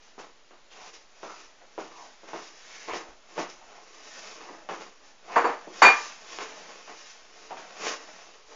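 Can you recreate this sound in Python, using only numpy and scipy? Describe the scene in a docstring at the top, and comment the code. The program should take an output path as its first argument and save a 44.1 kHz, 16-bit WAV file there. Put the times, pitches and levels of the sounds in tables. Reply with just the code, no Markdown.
"""Soft rubbing and dull thumps: a dog roots in a cushioned bed in a small, lively living room.
Muzzle, paws and claws make the cover's threads slip and hiss, and paws sink into the padding.
Past the middle, three blows land on something hard and shake a metal piece, the last with a bright
clink that overloads the microphone of a phone a few metres away."""
import sys
import numpy as np
from scipy import signal
from scipy.fft import rfft, irfft
from scipy.io import wavfile
from scipy.ndimage import uniform_filter1d

SR = 44100
rng = np.random.default_rng(int(sys.argv[2]) if len(sys.argv) > 2 else 0)


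def generate_wav(sig):
    """Save sig (samples, or channels by samples) to the path in sys.argv[1] as 16-bit PCM at SR."""
    pcm = np.round(np.clip(np.atleast_2d(sig).T, -1, 1) * 32767).astype(np.int16)
    wavfile.write(sys.argv[1], SR, pcm)


N = 377055
HIT = int(0.6 * SR)  # samples in one hit or room response
SCENE_T, HIT_T = np.arange(N) / SR, np.arange(HIT) / SR  # seconds


def undb(db):
    """Decibels to gain."""
    return 10 ** (np.asarray(db) / 20)


def unit(x):
    """Scale to rms 1."""
    return x / np.sqrt(np.mean(x ** 2))


def unit_attack(x):
    """Scale a hit so that its first 50 ms have rms 1."""
    return x / np.sqrt(np.mean(x[:SR // 20] ** 2))


def add(track, start_s, sound):
    """Mix a sound into the track."""
    i = int(start_s * SR)
    track[i:i + len(sound)] += sound[:N - i]


def convolve(x, response):
    """Causal filtering, same length."""
    return signal.fftconvolve(x, response)[:len(x)]


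def colour(x, curve, bright_db=0, corner_hz=1500, size=4096):
    """Minimum-phase EQ through (Hz, dB) points, with a treble shelf for harder contact."""
    hz, db = np.transpose(curve)
    f = np.maximum(np.fft.rfftfreq(size, 1 / SR), 1)
    shelf_db = bright_db * f ** 2 / (f ** 2 + corner_hz ** 2)
    gain = undb(np.interp(np.log(f), np.log(hz), db) + shelf_db)
    cepstrum = irfft(np.log(gain))
    cepstrum[1:size // 2] *= 2
    cepstrum[size // 2 + 1:] = 0
    return convolve(x, irfft(np.exp(rfft(cepstrum))))


def walk(per_s):
    """A control signal gliding between random values, rms 1."""
    step = int(SR / per_s)
    held = np.repeat(rng.standard_normal(N // step + 1), step)
    return unit(uniform_filter1d(held, step)[:N])


def ring(modes, tilt_db=0):
    """Decaying (Hz, dB, t60 s) modes, tilted in dB per octave above the lowest."""
    out = np.zeros(HIT)
    for hz, db, t60 in modes:
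        gain = undb(db + tilt_db * np.log2(hz / modes[0][0]))
        out += gain * np.sin(2 * np.pi * hz * HIT_T) * undb(-60 * HIT_T / t60)
    return out


# The living room's reverb. Each row: frequency in Hz, seconds to fade by 60 dB.
ROOM_DECAY = [(150, 0.42), (500, 0.33), (1200, 0.49), (3000, 0.54), (7000, 0.94)]


def room(direct_db, early_s=0.017, early_db=0, build_s=0.0005):
    """Response from one spot: direct sound, early reflections, then a tail whose treble lasts longest."""
    f = np.fft.rfftfreq(HIT, 1 / SR)
    hz, t60s = np.transpose(ROOM_DECAY)
    spectrum = rfft(rng.standard_normal(HIT))
    tail = sum(irfft(spectrum * np.interp(f, hz, band), HIT) * undb(-60 * HIT_T / t60)
               for band, t60 in zip(np.eye(len(hz)), t60s))
    tail *= 1 - np.exp(-HIT_T / build_s)
    tail *= 1 + undb(early_db) * np.exp(-(HIT_T / early_s) ** 2 / 2)
    return tail / np.linalg.norm(tail) + undb(direct_db) * signal.unit_impulse(HIT)


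# The colour of the quiet room. Each row: frequency in Hz, gain in dB.
ROOM_TONE_EQ = [(20, 10.5), (45, -2), (70, -14), (100, -17.5), (200, -12), (500, -6), (2000, -10.5),
                (7000, -15.5)]


def room_tone():
    """A faint, steady rumble and hiss under everything."""
    return undb(-56) * unit(colour(rng.standard_normal(N), ROOM_TONE_EQ))


# Sub-bass bumps. Each row: start in seconds, level in dB, pitch in Hz, decay time constant in seconds.
WEIGHT_SHIFTS = [(2.915, -45, 55, 0.036), (3.089, -41, 35.6, 0.029)]


def bumps():
    """The dog shifts its weight, giving a few slow swings of deep bass."""
    out = np.zeros(N)
    for start_s, db, hz, decay_s in WEIGHT_SHIFTS:
        add(out, start_s, undb(db) * np.sin(2 * np.pi * hz * HIT_T) * np.exp(-HIT_T / decay_s))
    return out


# The resting muzzle's faint rub, as a fader curve. Each row: time in seconds, level in dB.
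MUZZLE_REST = [(0.0, -82), (2.07, -58), (2.83, -56.5), (3.17, -68), (4.09, -54), (5.14, -64), (6.02, -50),
               (7.33, -56), (7.9, -52), (8.55, -61)]
# Slow sweeps. Each row: middle in seconds, length in seconds, hiss in dB, padding against hiss in dB.
MUZZLE_SWEEPS = [(.06, 0.18, -56.5, -5.5), (0.786, .13, -54, 2), (0.859, 0.14, -50, -4.5),
                 (1.322, 0.36, -52, -3.5), (1.85, 0.11, -55.5, -12), (2.025, 0.25, -51.5, -1),
                 (2.432, 0.25, -50, -7), (2.778, 0.58, -49.5, -8.5), (3.343, 0.15, -56, 1),
                 (3.73, 0.26, -60, 5.5), (4.19, 0.49, -46.5, -3), (4.507, 0.3, -57, 9),
                 (5.076, 0.12, -56.5, -1.5), (5.36, 0.2, -51, 7), (5.493, 0.16, -57, 21),
                 (5.636, .12, -62.5, 14), (5.812, 0.2, -45.5, -3), (6.02, 0.24, -39.5, -9),
                 (6.335, 0.14, -45, -6), (6.587, 0.47, -50.5, 3), (7.057, 0.26, -47.5, -12),
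                 (7.456, 0.22, -53.5, -2), (7.682, 0.34, -56, 6.5), (7.883, 0.16, -35, -1.5),
                 (8.083, 0.45, -51, 1.5), (8.55, 0.13, -50.5, 1)]


def muzzle_strokes(edge_drop_db=10, roundness=2.03):
    """The muzzle rests on the cover and sweeps in even swells; yields (envelope, pressure in dB)."""
    yield undb(np.interp(SCENE_T, *np.transpose(MUZZLE_REST)) - 2), -2.5
    for middle_s, length_s, db, press_db in MUZZLE_SWEEPS:
        from_middle = np.minimum(np.abs(SCENE_T - middle_s) / (length_s / 2), 10)
        yield undb(db - edge_drop_db * from_middle ** roundness), press_db


def pull(start_s, attack_s, hold_s, fade_db_per_s):
    """Envelope of a quick pull over the cloth: it bites, holds and lets go."""
    attack = np.minimum(HIT_T / attack_s, 1)
    release = undb(-fade_db_per_s * np.maximum(HIT_T - attack_s - hold_s, 0))
    out = np.zeros(N)
    add(out, start_s, attack * release)
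    return out


# Quick scratches. Each row: start in seconds, hiss in dB, padding against hiss in dB.
CLAW_SCRATCHES = [(.703, -55, -12.5), (0.923, -49.5, -6), (1.595, -72, 18), (2.269, -54, 10),
                  (2.869, -54, 18), (3.349, -55.5, 11), (3.478, -46.5, -19.5), (4.789, -49, 5),
                  (6.875, -55, 10)]


def claw_strokes():
    """Claws tug briefly at the cover; yields (envelope, pressure in dB)."""
    for start_s, db, press_db in CLAW_SCRATCHES:
        yield undb(db) * pull(start_s, attack_s=0.019, hold_s=0.0095, fade_db_per_s=156), press_db


def grains(per_s, spread_db):
    """Tiny slips of thread, of random size at random moments."""
    sizes = rng.standard_normal(N) * undb(spread_db * np.minimum(rng.exponential(size=N), 4))
    return unit(sizes * (rng.random(N) < per_s / SR))


def roaming(x, spots=4):
    """A source that moves about: its echoes crossfade between several spots, once round a second."""
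    fades = (np.cos(np.pi * (2 * SCENE_T + k / spots)) for k in range(spots))
    return unit(sum(fade * convolve(x, room(direct_db=-6.5)) for fade in fades))


# The bright weave and the darker padding under it. Each row: frequency in Hz, gain in dB.
WEAVE_EQ = [(150, -42), (400, -12), (1000, 0), (1600, 2), (2400, 4.5), (3300, 1), (4200, -1), (5500, 4),
            (7000, -1)]
PADDING_EQ = [(60, -22.5), (110, -38), (180, -12), (330, 0.5), (500, 1), (850, 0.5), (1300, -5),
              (2200, -8.5), (3500, -19), (7000, -26)]


def rubbing(strokes):
    """Threads slip in small jerks: the weave hisses, and pressure brings up the padding's low rustle."""
    weave_power, padding_power = 0, 0
    for envelope, press_db in strokes:
        weave_power += envelope ** 2
        padding_power += (envelope * undb(press_db)) ** 2
    jerks = walk(per_s=45)
    weave = roaming(colour(grains(per_s=5000, spread_db=2), WEAVE_EQ))
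    padding = roaming(colour(grains(per_s=700, spread_db=0), PADDING_EQ))
    hiss = weave * np.sqrt(weave_power) * undb(4 + 0.69 * jerks)
    rustle = padding * np.sqrt(padding_power) * undb(1 + 0.51 * jerks)
    return hiss + rustle


# Gliding rasps. Each row: start in seconds, length in seconds, level in dB, first and last pitch in Hz.
RIB_SWISHES = [(0.695, 0.048, -51.5, 2900, 2930), (0.758, 0.14, -51.5, 800, 955),
               (1.231, .13, -44, 1400, 1052), (1.593, 0.065, -54, 1000, 438), (1.889, 0.19, -47, 1148, 785),
               (2.634, 0.29, -50.5, 1944, 2073), (2.869, 0.072, -38.5, 753, 1405),
               (2.888, .05, -37.5, 1820, 3014), (3.609, 0.0208, -46, 897, 850),
               (3.738, 0.077, -52, 880, 740), (4.392, .19, -49, 950, 702.7), (5.27, 0.12, -37, 768, 1173),
               (5.305, .06, -41, 1990, 2556), (7.5, 0.04, -34, 990, 693), (7.809, 0.16, -41.5, 1291, 1602)]


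def swishes(relative_bandwidth=0.38):
    """A claw drawn over the cover's ribs rasps in a broad band whose pitch follows its speed."""
    out = np.zeros(N)
    for start_s, length_s, db, first_hz, last_hz in RIB_SWISHES:
        n = int(length_s * SR)
        hz = np.geomspace(first_hz, last_hz, n)
        lowpass = signal.butter(2, relative_bandwidth * hz.mean() / 2, fs=SR, output="sos")
        roughness = signal.sosfilt(lowpass, rng.standard_normal((2, n)))
        phase = 2 * np.pi * np.cumsum(hz) / SR
        rasp = unit(roughness[0] * np.cos(phase) + roughness[1] * np.sin(phase))
        add(out, start_s, undb(db) * rasp * np.sin(np.linspace(0, np.pi, n)))
    return undb(-1.5) * convolve(out, room(direct_db=-4))


# The colour of a hit on the bed. Each row: frequency in Hz, gain in dB.
BED_EQ = [(40, -39.5), (100, -27.5), (170, -6), (240, -6.5), (330, 4.5), (520, 1.5), (750, 2.5), (1250, -3),
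          (2000, -13.5), (3000, -17), (4200, -29.5), (7000, -31)]
# Paws landing. Each row: start in seconds, level in dB, brightness in dB, hiss of the drag in dB.
PAW_LANDINGS = [(0.18, -40.5, -25, -51), (0.509, -49, -12, -74), (1.231, -36, -16.5, -53),
                (1.779, -30.5, -24, -54), (2.233, -46.5, -27.5, -68), (2.333, -32, -18.5, -52),
                (2.934, -33, -21, -41.5), (3.068, -48, -25, -59.5), (3.379, -26.5, -15, -42.5),
                (4.408, -44, -8, -59), (4.438, -63, -16.5, -64), (4.495, -41.5, -35.5, -65),
                (4.689, -30, -9, -52.5), (4.72, -38.5, -19.5, -53.5), (5.672, -39, -47.5, -67.5),
                (6.387, -37, -1.5, -47), (6.406, -33, 10.5, -51), (6.875, -42, 3, -65),
                (7.507, -38, -6.5, -66), (7.57, -40, 7, -55)]


def paws():
    """Each paw slaps the cover and sinks in with a dull thump; the slap grows with the thump."""
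    out = np.zeros(N)
    mean_bright_db = np.mean([row[2] for row in PAW_LANDINGS])
    for start_s, db, bright_db, _ in PAW_LANDINGS:
        shelf_db = bright_db - mean_bright_db
        scuff = room(direct_db=-17.5, early_s=0.028, early_db=-12.5, build_s=0.00048)
        thump = unit_attack(colour(scuff, BED_EQ, shelf_db))
        slap = colour(signal.unit_impulse(HIT), BED_EQ, shelf_db + 4)
        slap /= np.abs(slap).max()
        add(out, start_s, undb(db) * (undb(-5) * thump + undb(-0.5) * slap))
    return out


def paw_strokes(press_db=5.5):
    """Each paw drags over the cover as it lands; yields (envelope, pressure in dB)."""
    for start_s, _, _, drag_db in PAW_LANDINGS:
        yield undb(drag_db) * pull(start_s, attack_s=0.014, hold_s=0.022, fade_db_per_s=194), press_db


# Sharp, dry ticks. Each row: start in seconds, peak in dB.
CLAW_TICKS = [(2.936, -11.5), (2.945, -18), (6.387, -13.5), (6.407, -26.5)]


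def ticks():
    """A claw catches in the cover and snaps free."""
    out = np.zeros(N)
    snap = colour(signal.unit_impulse(HIT), BED_EQ, bright_db=24)
    for start_s, db in CLAW_TICKS:
        add(out, start_s, undb(db) * snap / np.abs(snap).max())
    return out


# The colour of a blow's crack. Each row: frequency in Hz, gain in dB.
CRACK_EQ = [(40, -40), (100, -44.5), (200, -17.5), (350, -6), (600, -3), (950, 3.5), (1300, -2.5),
            (2100, -7.5), (2800, -16.5), (3600, -27), (5000, -30.5), (7000, -30.5)]
# The hard object's ring. Each row: frequency in Hz, level in dB, seconds to fade by 60 dB.
BODY_MODES = [(471, -2, .3), (705, -3, .2), (742, 0, .2), (884, -3, .2), (965, -3, .25), (1016, -3, .28),
              (1063, -2, .3), (1177, -2, .44), (1504, -5, .36), (1556, -8, .3), (1771, -10, .38),
              (1987, -9, .28), (2174, -13, .34)]
# Three blows, the last a double hit. 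Each row: start in seconds, level in dB, brightness in dB,
# rattle time in seconds, floor thud in dB.
BLOWS = [(5.359, -17, -7, 0.051, -65), (5.443, -22, -14, 0.1, -59), (5.819, -10, 8.5, 0.088, -46),
         (5.846, -14.5, 1, 0.053, -60.5)]


def knocks():
    """Hard blows rattle briefly, ring the struck body, thud through the floor and echo from the walls."""
    out = np.zeros(N)
    press_home = 1 - np.exp(-HIT_T / 0.006)  # the ring builds as the blow presses home
    floor_thud = ring([(62, 0.018, 0.22)])
    for start_s, db, bright_db, rattle_s, thud_db in BLOWS:
        rattle = room(direct_db=-23, early_s=rattle_s, early_db=6, build_s=0.00054)
        crack = unit_attack(colour(rattle, CRACK_EQ, bright_db))
        body = unit_attack(ring(BODY_MODES, tilt_db=0.83 * bright_db) * press_home)
        add(out, start_s, undb(db) * unit_attack(crack + undb(-6.5) * body))
        add(out, start_s, undb(thud_db) * floor_thud)
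    return out


# The metal's ring; close pairs beat. Each row: frequency in Hz, level in dB, seconds to fade by 60 dB.
METAL_MODES = [(2414, 0, .3), (2426, -12, .42), (3716, -13, .3), (3745, -19, .22), (4582, -7, .27),
               (4603, -20, .45), (5179, -25, .3), (6430, -23, .2), (7075, -17, .16)]
# The metal piece jolted by the blows. Each row: start in seconds, level in dB, tilt in dB per octave.
METAL_HITS = [(5.362, -46, 11), (5.446, -46, 9), (5.539, -62, 8), (5.822, -17, 5), (5.851, -7, -22),
              (5.88, -17, -12), (5.958, -21, -15)]


def clinks(wobble_db=2, choke_at_s=5.905, choke_s=0.035, choke_db=-7.5):
    """The metal shivers with the first blows, chatters with the last and drops on cloth that chokes it."""
    metal = np.zeros(N)
    attack = 1 - np.exp(-HIT_T / 0.0028)
    for start_s, db, tilt_db in METAL_HITS:
        add(metal, start_s, undb(db) * ring(METAL_MODES, tilt_db) * attack)
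    settled = np.clip((SCENE_T - choke_at_s) / choke_s, 0, 1)
    metal *= undb(wobble_db * walk(per_s=60) + choke_db * settled)
    return metal + undb(-18.5) * convolve(metal, room(direct_db=-28.5))


def scene():
    """The dog's noises over the quiet of the room, in mono."""
    background = room_tone() + bumps()
    cloth = rubbing([*muzzle_strokes(), *claw_strokes(), *paw_strokes()]) + swishes()
    return (background + cloth + paws() + ticks() + knocks() + clinks())[None]


# The phone's tone after its overload. Each row: frequency in Hz, gain in dB.
PHONE_EQ = [(40, -8.5), (105, -6), (160, -1), (7000, 0), (9000, -7.5), (16000, -1)]


def record(dry, mic_top_hz=7100, clip_level=0.72, dc_offset=0.0014, output_top_hz=15800):
    """A narrow-band phone microphone rounds off the loudest peaks, thins the bass and adds slight DC."""
    narrow = signal.sosfilt(signal.cheby1(14, 0.3, mic_top_hz, fs=SR, output="sos"), dry[0])
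    rounded = narrow / (1 + (narrow / clip_level) ** 6) ** (1 / 6)
    toned = colour(rounded, PHONE_EQ) + dc_offset
    high_cut = signal.ellip(8, 0.2, 70, output_top_hz, fs=SR, output="sos")
    return signal.sosfilt(high_cut, toned)[None]


dry = scene()
out = record(dry)
generate_wav(out)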